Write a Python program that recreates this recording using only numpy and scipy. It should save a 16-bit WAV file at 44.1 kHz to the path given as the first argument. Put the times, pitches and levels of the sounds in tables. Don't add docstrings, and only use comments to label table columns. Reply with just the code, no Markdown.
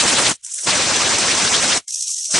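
import sys
import numpy as np
from scipy import signal
from scipy.fft import rfft, irfft
from scipy.io import wavfile
from scipy.ndimage import uniform_filter1d

SR = 44100
rng = np.random.default_rng(int(sys.argv[2]) if len(sys.argv) > 2 else 0)


def persist_wave(psi):
    counts = np.round(np.clip(psi, -1, 1) * 32767).astype(np.int16)
    wavfile.write(sys.argv[1], SR, np.atleast_2d(counts).T)


def undo_db(level):
    steps = np.asarray(level, float) / 20
    return 10 ** steps


N = 105663
HZ = np.arange(N // 2 + 1) * SR / N + 1


def read(table, hz):
    table_hz, value = np.array(table).T
    return np.interp(np.log(hz), np.log(table_hz), value)


def walk(rate_hz):
    hold = max(int(SR / rate_hz), 2)
    held = np.repeat(rng.standard_normal(5000), hold)[:N]
    slewed = uniform_filter1d(uniform_filter1d(held, hold), hold // 2)
    level = slewed - uniform_filter1d(held, 5 * hold)
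    return level / level.std()


def turbulence(colour, side, flicker_db, rate_hz, shared_db):
    mid, wide = rfft(rng.standard_normal((2, N)))
    wide = wide * undo_db(read(side, HZ))
    pair = np.array([mid + wide, mid - wide]) * undo_db(read(colour, HZ))
    out, last = 0, walk(rate_hz)
    for centre_hz in 25 * 2 ** np.arange(0, 9.1, 1 / 3):
        now = walk(rate_hz)
        mask = np.clip(1 - 3 * np.abs(np.log2(HZ / centre_hz)), 0, 1)
        out = out + irfft(pair * mask, N) * undo_db(flicker_db * now + shared_db * last)
        last = (last + now) / np.sqrt(2)
    return out / out.std()


# freq_hz, density_db_per_hz
KITCHEN_COLOUR = [(60, -4.5), (400, -16.5), (1500, -12), (4000, -2.5), (8000, -19.5), (10300, -5),
                  (11500, -38.5)]


def kitchen(t):
    floor_db, echo_db, echo_fall_db_per_s = -68, -13, 618
    echo = sum(undo_db(level_db + echo_db - echo_fall_db_per_s * np.abs(t - end_s))
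               for start_s, end_s, level_db in LIFTS)
    return (undo_db(floor_db) + echo) * turbulence(KITCHEN_COLOUR, ROAR_SIDE, 1.1, 16, 1.1)


# time_s, pitch_hz, level_db, length_s
RINGS = [(0.443, 110, -64.5, 0.034), (0.48, 960, -59, 0.029), (.56, 1150, -59, .04),
         (0.592, 562, -56, .075), (1.888, 2120, -50, 0.02), (1.889, 1713, -54.5, 0.016),
         (1.94, 2510, -50, 0.038), (2.0, 1810, -54, 0.046), (2.055, 2510, -50, 0.038),
         (2.191, 1940, -53, 0.05), (2.104, 1162, -51.5, 0.029), (2.219, 1660, -55, 0.046),
         (2.31, 624, -47, 0.029)]


def rings(t):
    out = 0
    for time_s, pitch_hz, level_db, length_s in RINGS:
        swell = np.exp(-(2 * (t - time_s) / length_s) ** 2)
        out = out + undo_db(level_db) * swell * np.sin(2 * np.pi * pitch_hz * t)
    return out


# start_s, end_s, level_db
LIFTS = [
    (-.1, .316, -16),
    (0.673, 1.777, -17.5),
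    (2.347, 2.5, -17.5),
]


def lift(t):
    rise_db_per_s, fall_db_per_s = 1095, 1057
    creep_db, creep_db_per_s = -15, 300.5
    surge_db, surge_s = 2, 0.04
    levels = []
    for start_s, end_s, level_db in LIFTS:
        since = t - start_s
        creep = creep_db + creep_db_per_s * np.minimum(since, 0)
        rise = np.maximum(rise_db_per_s * since, creep)
        gate = np.minimum(0, np.minimum(rise, fall_db_per_s * (end_s - t)))
        levels.append(level_db + surge_db * np.exp(-np.abs(since) / surge_s) + gate)
    return np.max(levels, axis=0)


def whistle(opened):
    pitch_hz, sag_hz, width_hz, level_db = 5970, 410, 600, -5
    phase = 2 * np.pi * np.cumsum(pitch_hz - sag_hz * opened) / SR
    breath = walk(2 * width_hz) * np.cos(phase) + walk(2 * width_hz) * np.sin(phase)
    return undo_db(level_db) * breath


# time_s, extra_db, length_s
PUFFS = [(0.547, 7, 0.0072), (0.567, 3.5, 0.0089), (.59, 5, .01), (0.614, 7, .01), (0.645, 3.5, 0.025),
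         (1.881, 7, .008), (1.909, 3, 0.0068), (2.012, 1.5, 0.022), (2.081, 6.5, 0.0078), (2.128, 1, .016),
         (2.165, 5, 0.006), (2.213, -1, 0.014), (2.255, 6, .012)]


def sputter(t, opened):
    droplet_hz, droplet_db, swell_hz, swell_db = 230, 2, 40, 0.67
    steadying = 0.36
    spit_db = droplet_db * walk(droplet_hz) + swell_db * walk(swell_hz)
    puff_db = sum(extra_db * np.exp(-(2 * (t - time_s) / length_s) ** 2)
                  for time_s, extra_db, length_s in PUFFS)
    return undo_db(spit_db * (1 - steadying * opened) + puff_db)


# time_s, hiss_level_db, narrow_gap_share
FLOW = [(.313, -21, 0.85), (.36, -42, 0.9), (.378, -67, .95), (.426, -53, .95), (0.442, -33, 1),
        (.54, -28.5, 0.85), (.635, -26, 0.83), (.67, -23, 0.5), (.75, -24.5, 0.08), (1.78, -21.5, 0.08),
        (1.814, -54.5, .5), (1.845, -57, .5), (1.869, -65, .3), (1.884, -27.5, 0.05), (2.09, -24.5, 0.1),
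        (2.29, -27.5, 0.01), (2.333, -17.5, 0.2), (2.4, -19, .06)]
# freq_hz, density_db_per_hz
HISS_WIDE = [(1200, -53.5), (2500, -24.5), (4800, -13.5), (5900, -2), (6900, -5), (8100, -3.5),
             (10200, -15), (11800, -27.5)]
# freq_hz, density_db_per_hz
HISS_NARROW = [(500, -40.5), (1400, -20), (4900, -14), (5600, -1), (8600, 1), (10000, -6.5), (10850, -12),
               (11250, -39)]
# freq_hz, side_db
HISS_SIDE = [(1500, 5), (3500, -6.5), (6400, -17.5), (9000, -12.5), (11400, -4.5)]


def hiss(t):
    time_s, level_db, narrow = np.array(FLOW).T
    share = np.clip(np.interp(t, time_s, narrow), 0, 1)
    opened = np.minimum(undo_db(lift(t) - LIFTS[1][2]), 1)
    jet = np.sqrt(share) * turbulence(HISS_NARROW, HISS_SIDE, 2.6, 43, 0.52)
    jet = jet + np.sqrt(1 - share) * turbulence(HISS_WIDE, HISS_SIDE, 1.4, 43, 0.6)
    jet = jet + (1 - share) * whistle(opened)
    return jet * sputter(t, opened) * undo_db(np.interp(t, time_s, level_db))


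# freq_hz, density_db_per_hz
ROAR_COLOUR = [(30, -18), (100, -3), (250, 0.5), (1800, 0.5), (4500, 0), (8200, -5.5), (9600, -13),
               (10400, -34.5)]
# freq_hz, side_db
ROAR_SIDE = [(30, -6.5), (100, -8.5), (300, -14.5), (2000, -10), (5000, -9), (10000, -0.5)]


def roar(t):
    churn_hz, churn_db = 76, 0.7
    jet = turbulence(ROAR_COLOUR, ROAR_SIDE, 2.2, 42.91, 0.46)
    return jet * undo_db(lift(t) + churn_db * walk(churn_hz))


def scene():
    t = np.arange(N) / SR
    return kitchen(t) + rings(t) + hiss(t) + roar(t)


def gate_bands(x):
    low_hz, low_db, low_floor_db = 2800, -29, -86
    top_idle_hz, top_busy_hz, idle_db, busy_db = 11800, 10280, -41, -21
    top_keep_db, top_drop_db = -16, -35
    patchy_db, thin_db = 3, 6.5
    hop, lead, bins = 1024, 1824, 8
    win = signal.windows.kaiser_bessel_derived(2 * hop, 4 * np.pi)
    at = np.arange(N // hop + 3)[:, None] * hop + np.arange(2 * hop)
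    spec = rfft(np.pad(x, ((0, 0), (lead, 4 * hop)))[:, at] * win)

    power = np.abs(spec[..., :hop].mean(axis=0) / hop) ** 2 + 1e-20
    band_db = 10 * np.log10(power.reshape(len(at), -1, bins).sum(axis=2))
    rel_db = band_db - band_db.max(axis=1, keepdims=True)
    hz = (np.arange(hop // bins) + 0.5) * 4 * SR / hop
    low = hz < low_hz
    bass_db = np.median(rel_db[:, hz < low_hz / 2], axis=1, keepdims=True)
    top_hz = np.interp(bass_db, [idle_db, busy_db], [top_idle_hz, top_busy_hz])

    margin_db = rel_db - low_db + patchy_db * rng.standard_normal(rel_db.shape)
    weak = low & ((margin_db < 0) | (band_db < low_floor_db))
    above_top = (hz > top_hz) & (rel_db < top_keep_db)
    faint_top = (hz > top_busy_hz) & (margin_db + low_db < top_drop_db)
    keep = np.repeat(~(weak | above_top | faint_top), bins, axis=1)
    thin = np.repeat(low & (margin_db < thin_db), bins, axis=1)
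    peaks = power > undo_db(np.repeat(band_db, bins, axis=1)) ** 2 / 6
    mask = np.pad(keep & (peaks | ~thin), ((0, 0), (0, 1)))

    frames = irfft(spec * mask) * win
    out = frames[:, 1:, :hop] + frames[:, :-1, hop:]
    return out.reshape(2, -1)[:, lead - hop:lead - hop + N]


def low_pass(x):
    return signal.sosfilt(signal.butter(12, 12040, fs=SR, output="sos"), x)


# freq_hz, left_minus_right_db
LEFT_DB = [(60, .5), (300, 0), (1400, 1), (5000, 0.5), (10000, -1)]


def record(dry):
    tilt = undo_db(np.array([[0.5], [-0.5]]) * read(LEFT_DB, HZ))
    ports = irfft(rfft(dry) * tilt, N)
    mix = gate_bands(np.tanh(0.8 * ports) / 0.8)
    return low_pass(mix)


dry = scene()
out = record(dry)
persist_wave(out)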